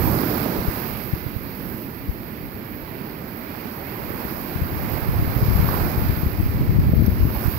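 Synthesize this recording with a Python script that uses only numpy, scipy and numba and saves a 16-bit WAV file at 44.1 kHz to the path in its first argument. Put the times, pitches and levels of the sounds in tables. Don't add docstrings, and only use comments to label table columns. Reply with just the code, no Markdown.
import sys
import numpy as np
from scipy import signal
from scipy.fft import rfft, irfft, next_fast_len
from scipy.io import wavfile
from scipy.ndimage import uniform_filter1d, minimum_filter1d
from numba import njit

SR = 44100
rng = np.random.default_rng(int(sys.argv[2]) if len(sys.argv) > 2 else 0)


def magnitude_from_level(level_db):
    exponent = np.asarray(level_db, float) / 20
    return 10 ** exponent


def master_out(mix):
    frames = np.transpose(np.atleast_2d(mix))
    ceiling = np.clip(frames, -1, 1)
    pcm = np.round(ceiling * 32767).astype(np.int16)
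    wavfile.write(sys.argv[1], SR, pcm)


N = 334278
LAG_S = 0.00042


def noise():
    return rng.standard_normal(N)


def unit(x):
    return x / np.sqrt(np.mean(x ** 2))


def over_time(table):
    s, *columns = np.transpose(table)
    return np.array([np.interp(np.arange(N) / SR, s, c) for c in columns])


def over_hz(hz, points, values):
    return np.interp(np.log(hz), np.log(points), values)


def walk(rate):
    hold = int(SR / rate)
    held = np.repeat(rng.standard_normal(N // 64), hold)[:N]
    slewed = uniform_filter1d(held, hold)
    return unit(uniform_filter1d(slewed, hold))


@njit
def rings(start, hz, cycles, size, glide):
    out = np.zeros(N)
    for c, f, n, a in zip(start, hz, cycles, size):
        phase, step = 0., 2 * np.pi * f / SR
        length = int(n * SR / f)
        for i in range(min(length, N - int(c))):
            phase += step * (1 + glide * i / length)
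            out[int(c) + i] += a * np.sin(phase) * np.exp(-5 * i / length)
    return out


@njit
def bumps(start, width, size):
    out = np.zeros(N)
    for c, w, a in zip(start, width, size):
        for i in range(max(0, int(c - 6 * w)), min(N, int(c + 6 * w))):
            out[i] += a / (1 + ((i - c) / w) ** 2) ** 2
    return out


def bubbles(per_s, low_hz, high_hz, cycles, scatter_db):
    when, pitch, luck = rng.random((40000, 3))[:int(per_s * N / SR)].T
    hz = low_hz * (high_hz / low_hz) ** pitch
    louder_db = scatter_db * np.minimum(-np.log(1 - luck), 4)
    return unit(rings(when * N, hz, cycles + 0 * hz, hz ** 1.6 * magnitude_from_level(louder_db), 0.3))


def water():
    clumps = magnitude_from_level(1.4 * walk(16)) * bubbles(1500, 307, 5240, cycles=7.5, scatter_db=1.8)
    foam = magnitude_from_level(2.4 * walk(9)) * bubbles(3500, 2840, 17100, cycles=3.7, scatter_db=3.2)
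    return unit(noise() + magnitude_from_level(-13.0) * clumps + magnitude_from_level(-8.0) * foam)


def swell():
    # crest in seconds, strength in dB over the calm sea,
    # build-up in dB per second, extra plunge in dB, extra foam in dB.
    waves = [(0.12, 10.5, 8, -1, 0), (0.27, 6, 27, 5.5, -6), (0.52, 4.5, 28, -4, 2), (0.76, 4, 35, -6.5, 4),
             (1.7, -3, 21, 6, 0.5), (2.24, -4.5, 32, -1, -0.5), (2.95, -2, 11.5, -0.5, -3),
             (3.62, 2, 10, -4, -1.5), (3.92, -3, 33, -1.5, 0), (4.23, 3.5, 14, -4, 0.5),
             (4.5, 0, 28, -3.5, 1.5), (4.97, 6, 13.5, -5, 0), (5.34, 2.5, 11, -1.5, -0.5),
             (5.6, 3.5, 30, -5.5, 5), (5.74, 10.5, 21, -6.5, -0.5), (5.87, 4.5, 42, -1, -11),
             (6.09, 0, 42, -6, 4.5), (6.58, -4, 30, 2, 0), (6.83, 3, 16, 3, -7.5), (7.08, 2.5, 50, 2, -3.5),
             (7.37, 1, 40, -6.5, -1), (7.47, 2.5, 37, -2, 6.5)]
    far_db = np.array([-2.5, -6, -6.5, -6])
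    ebb_db_s = np.array([[19], [20.5], [12.7], [17.1]])
    plunge_share = np.array([[0.92], [0.062], [0.35], [0.54]])
    foam_share = np.array([[0.0], [0.35], [0.55], [0.97]])
    power = np.ones((4, N)) * magnitude_from_level(2 * far_db)[:, None]
    for s, db, rise_db_s, plunge_db, foam_db in waves:
        late = np.arange(N) / SR - s
        crest_db = db + plunge_share * plunge_db + foam_share * foam_db
        slope_db = np.minimum(rise_db_s * late, -ebb_db_s * late)
        power = power + magnitude_from_level(2 * (crest_db + slope_db))
    return 10 * np.log10(power)


def surf():
    layer_hz = (330, 800, 4400, 10500)
    # frequency in Hz, level in dB per Hz.
    left_port = [(40, -8), (100, -0.5), (330, -3), (480, -10), (1000, -18.5), (2400, -25.5), (3650, -36),
                 (4450, -25), (5100, -31), (5600, -43), (7200, -56), (9600, -60), (12000, -55),
                 (16000, -58)]
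    # frequency in Hz, level in dB per Hz.
    right_port = [(40, -6), (220, 5), (350, 1), (480, -5.5), (1000, -8), (2300, -12.5), (3000, -21.5),
                  (3650, -25.5), (4900, -22.5), (6400, -34.5), (9500, -36.5), (11300, -21.5),
                  (13000, -10.5), (16000, -13)]
    # frequency in Hz, likeness of the two ports from 0 to 1.
    likeness = [(100, 0.87), (340, 0.94), (600, 0.79), (900, 0), (1400, 0.48), (2400, 0.58), (4000, 0)]
    # frequency in Hz, left share,
    # right share.
    follow = [(320, 1, 0.99), (670, 1, 1.24), (1290, 0.99, 1.084), (2370, 0.79, 0.69), (4600, 0.15, 1.25),
              (9000, 1, 1.48), (13100, 0.24, 0.95)]
    lead_rad = 0.34
    size = next_fast_len(N)
    hz = np.maximum(np.arange(size // 2 + 1) * SR / size, 1)
    left, right = (magnitude_from_level(over_hz(hz, *np.transpose(port))) for port in (left_port, right_port))

    near, other = rfft(water(), size), rfft(water(), size)
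    alike = np.clip(over_hz(hz, *np.transpose(likeness)), 0, 1)
    delay = np.exp(1j * (lead_rad - 2 * np.pi * hz * LAG_S))
    shaded = alike * near * delay + np.sqrt(1 - alike ** 2) * other
    per_hz = np.sqrt(SR / 2) * magnitude_from_level(-60.5)
    ports = per_hz * np.array([shaded * left, near * right])

    swell_db = swell()
    follow_hz, *shares = np.transpose(follow)
    sway = [walk(8.1) for _ in range(6)]
    out = np.zeros((2, N))
    for k, centre in enumerate(2 ** np.arange(5, 14.4, .5)):
        slice_ = np.cos(np.pi / 2 * np.clip(2 * np.log2(hz / centre), -1, 1)) ** 2
        weights = [over_hz(centre, layer_hz, row) for row in np.eye(4)]
        slice_db = weights @ swell_db
        flicker_db = 0.15 * sway[k // 4] + 0.74 * walk(18)
        share = np.array([[over_hz(centre, follow_hz, c)] for c in shares])
        out += magnitude_from_level(share * slice_db + flicker_db) * irfft(ports * slice_, size)[:, :N]
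    return out


def plops():
    # start in seconds, peak in dB, pitch in Hz.
    large_bubbles = [(0.022, -24, 1190), (0.076, -24, 926), (0.185, -23, 647), (0.234, -27, 622),
                     (0.304, -28, 615), (0.459, -25, 610), (0.649, -30, 715), (5.141, -26, 810),
                     (5.321, -30, 730), (5.437, -28, 1050), (5.689, -18, 1030), (5.741, -21, 1030),
                     (6.933, -23, 605), (7.362, -27, 780)]
    s, db, hz = np.transpose(large_bubbles)
    ring = rings(s * SR, 1. * hz, 14 + 0 * s, magnitude_from_level(db), 0.17)
    return np.array([magnitude_from_level(-3) * np.roll(ring, int(LAG_S * SR)), magnitude_from_level(8.0) * ring])


def capsule(pressure, hz, sharpness):
    w = 2 * np.pi * hz
    return signal.lfilter(*signal.bilinear([1, 0, 0], [1, w / sharpness, w * w], SR), pressure)


def gusts(level_db, eddies, port):
    # corner in Hz, sharpness.
    lone_cut = [(40, 0.5), (52, 0.55)]
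    # corner in Hz, sharpness.
    train_cut = [(65, 0.87), (85, 1)]
    when, breadth, side, luck = rng.random((4000, 4))[:int(260 * N / SR)].T
    width_ms = 1.41 * 3.15 ** breadth
    louder_db = 2.6 * np.minimum(-np.log(1 - luck), 4)
    size = np.sign(side - .5) * magnitude_from_level(louder_db) * width_ms ** 0.83
    train = bumps(when * N, width_ms * SR / 1000, size)
    tumble = unit(capsule(train, *train_cut[port]))

    s, peak_db, wide_ms, sign = np.transpose(eddies)
    at = (s + 0.00029) * SR
    wide = 0.75 * wide_ms * SR / 1000
    push = np.sign(sign) * magnitude_from_level(peak_db + 6.5)
    lone = bumps(at, wide, push) - 0.37 * bumps(at - 1.88 * wide, wide, push)
    swept = np.clip(1 - 1.1 * bumps(at, 2.3 * wide, 1 + 0 * s), 0, 1)
    gusty = magnitude_from_level(level_db - 1.7 + 3.0 * walk(14))
    return swept * tumble * gusty + capsule(lone, *lone_cut[port])


def wind():
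    # time in seconds, left level in dB, right level in dB.
    turbulence = [(0.0, -31, -18), (0.14, -43, -19.5), (0.3, -51, -47), (0.95, -42, -33.5),
                  (2.1, -38.5, -36.5), (2.5, -38.5, -39.5), (3.5, -54, -46), (4.1, -37, -46),
                  (4.42, -38.5, -50), (4.6, -26.5, -28.5), (5.0, -30.5, -24.5), (5.57, -14.5, -21),
                  (5.75, -20, -25), (6.2, -20, -23), (6.7, -18, -23.5), (6.95, -10.5, -15),
                  (7.3, -15, -22.5), (7.58, -28.5, -25)]
    # time in seconds, peak in dB, width in ms, push (+1) or suck (-1).
    left_eddies = [(0.0765, -12.9, 2.2, 1), (0.102, -21, 2.7, -1), (0.5893, -13.5, 5, -1),
                   (0.6846, -8, 3.6, -1), (1.1359, -9, 2.8, -1), (2.0948, -9.5, 5.2, -1),
                   (4.2524, -18, 1.5, 1), (4.5608, -13.5, 2.6, 1), (4.6205, -9, 3.9, 1),
                   (5.0917, -10, 4.4, 1), (5.193, -9.5, 3.3, 1), (5.4297, -6, 3, -1),
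                   (5.5565, -3.5, 4.8, 1), (5.6024, -5.7, 2.6, -1), (5.63, -7, 3.3, 1), (5.98, -8.5, 4, 1),
                   (6.0222, -10.5, 3.1, 1), (6.0972, -5, 3.6, 1), (6.234, -9.5, 2.7, 1),
                   (6.2687, -8, 4.4, -1), (6.4003, -7.8, 3.2, 1), (6.695, -3.5, 2.6, 1), (6.787, 0, 2.6, 1),
                   (6.9368, 1, 2.1, 1), (6.994, -5, 2.4, 1), (7.023, -1.5, 1.8, -1), (7.0816, 0.5, 2, 1),
                   (7.2087, -6, 5.1, 1), (7.232, -0.5, 5.8, -1), (7.2527, -7, 2, -1)]
    # time in seconds, peak in dB, width in ms, push (+1) or suck (-1).
    right_eddies = [(0.0457, -22, 1.8, 1), (0.2367, -10, 0.63, 1), (0.497, -19, 1.2, -1),
                    (1.266, -14.5, 2.7, 1), (1.3654, -13.5, 3.4, 1), (2.08, -29, 2.3, 1),
                    (2.825, -24, 1.8, -1), (3.0137, -22, 1.6, 1), (3.6573, -21, 0.96, -1),
                    (3.9995, -21.8, 0.98, 1), (4.106, -18.5, 1.3, -1), (4.14, -20.5, 0.92, 1),
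                    (4.921, -16.5, 3.6, -1), (4.937, -13, 2.3, 1), (5.1622, -11, 3.4, -1),
                    (5.187, -12.5, 4.1, 1), (5.365, -6, 3.2, 1), (5.4236, -8, 4.3, -1), (5.594, -6, 3.4, 1),
                    (6.2619, -13, 2.2, 1), (6.434, -10, 3.8, -1), (6.462, -8, 5, -1), (6.6121, -9, 2.6, 1),
                    (6.6326, -12, 2.7, -1), (6.792, -6.5, 3.3, 1), (6.837, -9, 2.6, -1),
                    (6.8935, -9, 1.8, -1), (7.373, -11, 5.3, 1), (7.4595, -6.5, 4.3, -1),
                    (7.4819, -4, 3.9, -1)]
    left_db, right_db = over_time(turbulence)
    return np.array([gusts(left_db, left_eddies, port=0), gusts(right_db, right_eddies, port=1)])


def spray():
    # time in seconds, peak in dB.
    drops = [
        (6.852, -32),
        (7.0645, -10),
        (7.341, -26),
        (7.37, -24),
        (7.398, -27),
    ]
    s, db = np.transpose(drops)
    turn, one = 2 * np.pi * np.arange(N) / SR, np.ones(len(s))
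    whistle = bumps(s * SR, 0.00026 * SR * one, magnitude_from_level(db)) * np.sin(13300 * turn)
    click = bumps((s - .0017) * SR, 0.0003 * SR * one, magnitude_from_level(db - 13)) * np.sin(5200 * turn)
    return np.array([0 * click, whistle + click])


def whine():
    return magnitude_from_level(-75) * np.sin(2 * np.pi * 15000 * np.arange(N) / SR)


def scene():
    return surf() + plops() + wind() + spray() + whine()


def roll_off(x):
    return signal.sosfilt(signal.butter(12, 16040, fs=SR, output="sos"), x)


def record(dry):
    limit_db, attack_s, release_s = -6, 0.0056, 0.036
    rumble_cut_hz, top_hz = 29, 15750
    peak_db = 20 * np.log10(np.abs(dry).max(axis=0) + 1e-9)
    over_db = np.minimum(limit_db - peak_db, 0)
    hold, fade = int(attack_s * SR), np.exp(-1 / (release_s * SR))
    duck_db = uniform_filter1d(minimum_filter1d(over_db, 2 * hold), hold)
    duck_db = np.minimum(duck_db, signal.lfilter([1 - fade], [1, -fade], duck_db))
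    size = next_fast_len(N)
    hz = np.arange(size // 2 + 1) * SR / size
    passed = (hz < top_hz) * 1j * hz / (rumble_cut_hz + 1j * hz)
    tones = rfft(dry * magnitude_from_level(0.49 * duck_db), size) * passed
    return roll_off(irfft(tones, size)[:, :N])


dry = scene()
out = record(dry)
master_out(out)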